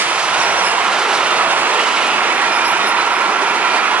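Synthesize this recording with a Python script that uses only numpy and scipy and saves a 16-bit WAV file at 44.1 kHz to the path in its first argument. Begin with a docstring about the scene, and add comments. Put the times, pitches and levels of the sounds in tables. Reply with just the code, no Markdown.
"""A long freight train rolls past at speed, a few metres from a close pair of microphones.
Rough wheels make the rails, wheels and wagons roar and ring; bogies sweep by one after another.
Now and then a flange scrapes or squeaks on the rail and the running gear knocks.
Underneath, an out-of-round wheel thumps once a turn."""
import sys
import numpy as np
from scipy import signal
from scipy.fft import rfft, irfft
from scipy.io import wavfile
from scipy.ndimage import uniform_filter1d

SR = 44100
rng = np.random.default_rng(int(sys.argv[2]) if len(sys.argv) > 2 else 0)


def digitize_waveform(pressure):
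    """Quantize a signal to 16-bit integers and store it at the path in sys.argv[1].

    Rows of a 2-D input are taken as channels; values are limited to [-1, 1].
    """
    field = np.atleast_2d(pressure).T
    bounded = np.clip(field, -1, 1)
    quanta = np.round(bounded * 32767).astype(np.int16)
    wavfile.write(sys.argv[1], SR, quanta)


N = 176400
TIME_S = np.arange(N) / SR
FRAME, HOP = 1024, 256
HZ = np.fft.rfftfreq(FRAME, 1 / SR)
FRAME_S = np.arange(N // HOP + 5) * HOP / SR


def amp(db):
    """Decibels to gain."""
    return 10 ** (np.asarray(db) / 20)


def unit(x):
    """Scales to an rms of one."""
    return x / np.sqrt(np.mean(abs(x) ** 2) + 1e-20)


def at_hz(points, hz):
    """Reads a spectrum on a log-frequency axis."""
    f, value = np.transpose(points)
    return np.interp(np.log(hz + 1), np.log(f + 1), value)


def at_s(points, s, column=1):
    """Reads one column of a curve in time."""
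    rows = np.array(points)
    return np.interp(s, rows[:, 0], rows[:, column])


def add(mix, s, sound):
    """Adds a sound into the mix at a time."""
    part = mix[max(round(s * SR), 0):][:len(sound)]
    part += sound[:len(part)]


def coloured(points):
    """Steady noise with a given spectrum."""
    gain = amp(at_hz(points, np.fft.rfftfreq(N, 1 / SR)))
    return unit(irfft(rfft(rng.standard_normal(N)) * gain, N))


def wander(width_hz, size=N):
    """The wandering complex amplitude of a noise-driven resonance."""
    real, imag = rng.standard_normal((2, size))
    rolloff = 1 + (np.fft.fftfreq(size, 1 / SR) / (0.68 * width_hz)) ** 2
    return unit(np.fft.ifft((real + 1j * imag) / rolloff))


def drift(shape, frames):
    """Random values smoothed over a few frames."""
    return unit(uniform_filter1d(rng.standard_normal(shape), frames, axis=0))


def white_spectra():
    """Short-time spectra of white noise."""
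    real, imag = rng.standard_normal((2, len(FRAME_S), len(HZ)))
    return real + 1j * imag


def resonance(half_s, hz, width_hz, sag_per_s):
    """A noise-driven resonance that swells, fades and sinks in pitch."""
    t = np.arange(-half_s, half_s, 1 / SR)
    carrier = np.exp(2j * np.pi * hz * np.cumsum(1 - sag_per_s * t) / SR)
    swell = np.cos(np.pi * t / (2 * half_s)) ** 2
    return swell * unit((wander(width_hz, size=SR * 2)[:len(t)] * carrier).real)


# The loudest bogie, heard from the trackside. Each row: time in seconds, lag of the left
# microphone in ms, how far the bogie stands out from 0 to about 1.
BOGIE_BEARING = [(0, 0.09, 0.74), (0.2, 0.052, 1.01), (0.7, 0.084, 1), (0.9, 0.044, 0.8), (1.1, 0.036, 1),
                 (1.3, 0.062, 1.0), (1.6, 0.091, 0.94), (1.87, 0.049, 0.85), (2.05, 0.048, 0.86),
                 (2.2, 0.078, 0.8), (2.7, 0.073, 1), (3.3, 0.07, 0.85), (4, 0.072, 1.02)]
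# The pair with one bogie standing out. Each row: frequency in Hz, left-right likeness from 0 to 1.
PAIR_LIKENESS = [(30, 0.71), (250, 1), (950, 0.92), (1700, 0.75), (2800, 0.9), (4300, 0.68), (7000, 0.57),
                 (11000, 0.19)]
# The train is to the right of the pair. Each row: frequency in Hz, left minus right in dB.
PAIR_BALANCE = [(60, 7), (110, 0.5), (190, -0.5), (350, -0.5), (620, -1.5), (1120, -5.5), (2020, -7),
                (3620, -2), (6500, -0.5), (11700, 2)]
SWING_DB_PER_S = -0.2  # the roar moves slowly to the right


def microphones(direct, diffuse):
    """Sound reaches the left microphone later than the right, partly scattered and mostly weaker."""
    lag_s = at_s(BOGIE_BEARING, FRAME_S)[:, None] / 1000
    focus = np.clip(at_s(BOGIE_BEARING, FRAME_S, column=2), .05, 1.2)[:, None]
    likeness = np.clip(at_hz(PAIR_LIKENESS, HZ) * focus ** np.minimum(HZ / 6000, 1.5), 0, .995)
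    left = (likeness * direct + np.sqrt(1 - likeness ** 2) * diffuse) * np.exp(-2j * np.pi * HZ * lag_s)
    midrange = np.clip(HZ / 1000, 0, 1) * np.clip(2 - HZ / 3000, 0, 1)
    swing_db = SWING_DB_PER_S * (FRAME_S - FRAME_S.mean())[:, None] * midrange
    balance = amp(at_hz(PAIR_BALANCE, HZ) + swing_db)
    pair = np.array([left * balance, direct]) * np.sqrt(2 / (1 + balance ** 2))
    return signal.istft(pair.transpose(0, 2, 1), nperseg=FRAME, noverlap=FRAME - HOP)[1][:, :N]


def from_track(sound):
    """Carries a sound from the track to the pair, with a ground echo of random phase per band."""
    padded = np.pad(sound, (0, len(FRAME_S) * HOP - N))
    direct = signal.stft(padded, nperseg=FRAME, noverlap=FRAME - HOP)[2].T[:len(FRAME_S)]
    ground_echo = direct * np.exp(1j * np.cumsum(rng.uniform(0, 2, len(HZ))))
    return microphones(direct, ground_echo)


# A dull thump, far under the roar. 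Each row: frequency in Hz, relative level in dB.
THUMP_COLOUR = [(30, -40), (80, -3), (125, -2), (220, -6.5), (400, -4.5), (900, -14)]
TURN_HZ, THUMP_AT_S, THUMP_DECAY_S, THUMP_DB = 9.2, 0.0607, 0.013, -44


def wheel_thumps():
    """An out-of-round wheel loads the rail once in every turn."""
    since_s = (TIME_S - THUMP_AT_S) % (1 / TURN_HZ)
    pulses = np.minimum(since_s / 0.0024, 1) * np.exp(-since_s / THUMP_DECAY_S)
    return amp(THUMP_DB) * unit(pulses * coloured(THUMP_COLOUR))


# Wagons passing the microphones. Each row: middle and half-length in seconds, pitch in Hz, level in dB.
WAGON_BOOMS = [(0.559, .16, 609, -27), (1.1, .4, 429.7, -30), (1.283, .2, 561.4, -29.5),
               (1.72, .3, 450.8, -27.5), (2.12, 0.15, 229.6, -39)]
DOPPLER_PER_S = .05  # fraction of its pitch a passing source loses each second


def wagon_booms():
    """The hollow wagon bodies resonate, each at its own pitch."""
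    out = np.zeros(N)
    for middle, half_s, hz, db in WAGON_BOOMS:
        add(out, middle - half_s, amp(db) * resonance(half_s, hz, width_hz=92, sag_per_s=DOPPLER_PER_S))
    return out


# Single wheels, a few metres off. Each row: middle and half-length in seconds, pitch in Hz, level in dB.
WHEEL_MODES = [(.68, 0.12, 2750, -30), (1.27, 0.17, 2770, -29.5), (1.268, .25, 3560, -33),
               (1.98, 0.082, 3960, -32), (2.0, 0.26, 2895, -30), (2.12, .15, 2600, -28),
               (2.55, .3, 2430, -26.5), (2.58, .1, 3600, -33), (2.86, .11, 3760, -29),
               (3.007, .06, 4030, -29), (3.491, 0.043, 2360, -24), (3.719, 0.23, 2390, -27.5),
               (3.76, .12, 4620, -37), (3.97, .1, 3350, -30)]


def wheel_rings():
    """Each passing wheel rings at a mode of its own, lowered by its motion."""
    out = np.zeros(N)
    for middle, half_s, hz, db in WHEEL_MODES:
        add(out, middle - half_s, amp(db) * resonance(half_s, hz, width_hz=27, sag_per_s=DOPPLER_PER_S))
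    return out


# Scrapes down at the rail. Each row: start in seconds, fade time in seconds, level in dB.
FLANGE_SCRAPES = [(.0, .09, -29), (.14, 0.055, -30), (0.373, .12, -28), (0.64, 0.13, -28),
                  (1.172, .02, -35), (2.06, .03, -22.5), (2.295, .05, -29), (2.41, .05, -29),
                  (2.76, 0.027, -23.5), (2.82, .04, -42), (3.41, 0.05, -36), (3.54, .05, -27.5)]
# Steel rubbing steel. Each row: frequency in Hz, relative level in dB.
RUB_COLOUR = [(500, -30), (3000, -4), (5500, -7), (8000, -10), (11000, -17)]


def flange_scrapes(rise_s=0.0091, rattle_hz=45, rattle_db=3):
    """A flange rubs the rail: a brief, rattling burst of bright noise."""
    bursts = np.zeros(N)
    for start, fade_s, db in FLANGE_SCRAPES:
        t = np.arange(0, 2 * fade_s, 1 / SR)
        add(bursts, start, amp(db) * np.minimum(t / rise_s, 1) * np.exp(-(t / fade_s) ** 2))
    rattle = amp(rattle_db * unit(wander(rattle_hz).real))
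    return bursts * rattle * coloured(RUB_COLOUR)


# Squeaks down at the rail. Each row: middle and half-length in seconds, pitch in Hz, level in dB,
# octave against the tone in dB.
FLANGE_SQUEAKS = [(.24, .03, 6050, -31, -14), (0.405, 0.033, 5670, -27, -12),
                  (0.437, 0.035, 5300, -27, -15), (0.503, .08, 5700, -30, -12),
                  (0.592, .04, 5780, -28.5, -14), (.675, 0.062, 5250, -24.5, -10.5),
                  (2.561, 0.069, 5180, -30, -8.5), (2.665, 0.029, 5040, -26, -14),
                  (2.681, 0.077, 5560, -34, 2), (2.886, 0.04, 5310, -28.5, -1),
                  (3.157, 0.055, 5260, -35, -6)]


def flange_squeaks(width_hz=120, sag_per_s=0.313):
    """A flange sticks and slips: a short rough whistle with its octave."""
    out = np.zeros(N)
    for middle, half_s, hz, db, octave_db in FLANGE_SQUEAKS:
        tone = resonance(half_s, hz, width_hz, sag_per_s)
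        octave = resonance(half_s, 2 * hz, 2 * width_hz, sag_per_s)
        add(out, middle - half_s, amp(db) * (tone + amp(octave_db) * octave))
    return out


# Knocks from under the wagons. Each row: start in seconds, pitch in Hz, peak level in dB.
GEAR_KNOCKS = [(.774, 990, -11), (1.31, 1284, -18), (1.727, 1030, -15.5), (2.075, 825, -17),
               (2.305, 2250, -16), (3.42, 392, -19)]


def gear_knocks(rise_s=.006):
    """Jolts in the running gear ring briefly through the roar."""
    out, t = np.zeros(N), TIME_S[:SR // 10]
    jolt = t / rise_s * np.exp(1 - t / rise_s)
    for start, hz, db in GEAR_KNOCKS:
        add(out, start, amp(db) * jolt * np.sin(2 * np.pi * hz * t))
    return out


# The rails beside the microphones. Each row: pitch and width in Hz, first and last level in dB.
RAIL_MODES = [(365, 71, -39.5, -35.5), (969.5, 83, -29.5, -23.5), (1298, 96, -31, -30.5),
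              (1370, 37, -33, -25.5)]


def rail_rings():
    """Rolling keeps the resonances of the rails ringing."""
    out = np.zeros(N)
    for hz, width_hz, first_db, last_db in RAIL_MODES:
        ring = unit((wander(width_hz) * np.exp(2j * np.pi * hz * TIME_S)).real)
        out += amp(np.interp(TIME_S, [0, N / SR], [first_db, last_db])) * ring
    return out


# The roar from a few metres away. Each row: frequency in Hz, relative level in dB.
ROLL_COLOUR = [(20, -45), (60, -57.5), (115, -24.5), (150, -31.5), (190, -15.5), (290, -16), (350, -10),
               (550, -8.5), (750, -2.5), (1100, -1.5), (1400, -2.7), (1550, -5), (2700, -6.5), (3200, -11),
               (4300, -16), (5500, -18.5), (7500, -24.5), (11000, -31)]
# The later wagons roll with another colour. Each row: frequency in Hz, change in dB.
LATER_WAGONS = [(100, 1), (220, 2.5), (360, 1.5), (470, -0.5), (620, 0.5), (900, 2), (1120, 2), (1500, 1.5),
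                (2050, -0.5), (2400, 1), (2700, -2.5), (3300, -1.5), (3800, -1), (4300, -1.5), (5500, -0.5),
                (8000, -2.5), (11000, -1)]
# Five bands, low to high, swell as the train goes by. Each row: time in seconds, relative level in dB.
RUMBLE_SWELL = [(0, 7), (0.2, 3), (0.55, 10), (0.95, 1), (1.25, 3), (1.55, 7), (1.8, -6), (2.1, 4),
                (2.7, -3.0), (3.3, -5), (4, -6)]
DRONE_SWELL = [(0, -1.5), (0.2, -2.5), (0.55, 3), (0.85, 0.1), (1.4, 2), (1.85, 0.8), (2.2, 2.5), (2.6, 0),
               (3.1, -0.5), (3.4, 2), (3.65, 1), (4, 0)]
ROAR_SWELL = [(0, -6.5), (0.2, -4), (0.45, -1.8), (0.8, -1.5), (1.5, -0.9), (2.1, -3.7), (3, -3.8),
              (4, -3.8)]
WHEEL_SWELL = [(0, 1.4), (0.2, -0.2), (0.55, 1.5), (0.85, 0.5), (1.15, 0.9), (1.5, 1), (1.9, 2), (2.4, 2),
               (2.8, 2), (3.1, 0.3), (3.45, 0.8), (3.75, 2.4), (4, 1)]
HISS_SWELL = [(0.0, -26), (0.05, -31.5), (0.41, -31.5), (0.58, -32), (0.7, -33.5), (0.73, -33.5),
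              (1.05, -32), (1.44, -32.5), (2.12, -32.5), (2.18, -34), (2.61, -32.5), (3.44, -34.5),
              (3.78, -33), (4.0, -34)]
# Where those bands meet. Each row: middle in Hz, width in Hz.
BAND_EDGES = [(165, 70), (650, 390), (1550, 870), (3900, 2000)]
ROLL_DB, LATER_MIDDLE_S, LATER_BLEND_S = -15.5, 2.17, 0.57


def rolling_roar(patch_db=1.07, flutter_db=0.56, treble_flutter_db=1):
    """Rough wheels roar on rough rails: five bands swell, with drifting patches and a slight flutter."""
    frames = len(FRAME_S)
    later = np.clip((FRAME_S - LATER_MIDDLE_S) / LATER_BLEND_S, -.5, .5)[:, None]
    db = at_hz(ROLL_COLOUR, HZ) + later * at_hz(LATER_WAGONS, HZ)
    highpasses = [np.clip((HZ - hz) / width + .5, 0, 1) for hz, width in BAND_EDGES]
    swells = RUMBLE_SWELL, DRONE_SWELL, ROAR_SWELL, WHEEL_SWELL, HISS_SWELL
    for swell, lower, upper in zip(swells, [1] + highpasses, highpasses + [0]):
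        level = at_s(swell, FRAME_S)
        db += (level - level.mean())[:, None] * (lower - upper)
    db += patch_db * unit(uniform_filter1d(drift((frames, len(HZ)), frames=14), size=3, axis=1))
    db += flutter_db * drift((frames, 1), frames=4)
    db += treble_flutter_db * drift((frames, 1), frames=3) * highpasses[-1]
    direct, diffuse = white_spectra() * amp(db), white_spectra() * amp(db)
    return amp(ROLL_DB) * unit(microphones(direct, diffuse))


def scene():
    """The whole train at the two trackside microphones."""
    roar = rolling_roar()
    ringing = rail_rings() + wagon_booms() + wheel_rings()
    contacts = flange_squeaks() + flange_scrapes() + gear_knocks() + wheel_thumps()
    return roar + from_track(ringing + contacts)


def record(dry):
    """The recorder rounds off the highest peaks and limits the band."""
    knee, ceiling, cutoff_hz = .7, .92, 11110
    over = np.maximum(abs(dry) - knee, 0)
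    headroom = ceiling - knee
    rounded = np.clip(dry, -knee, knee) + np.sign(dry) * headroom * np.tanh(over / headroom)
    lowpass = signal.firwin(1023, cutoff_hz, window=("kaiser", 9), fs=SR)
    return signal.oaconvolve(rounded, lowpass[None], "same", axes=1)


dry = scene()
out = record(dry)
digitize_waveform(out)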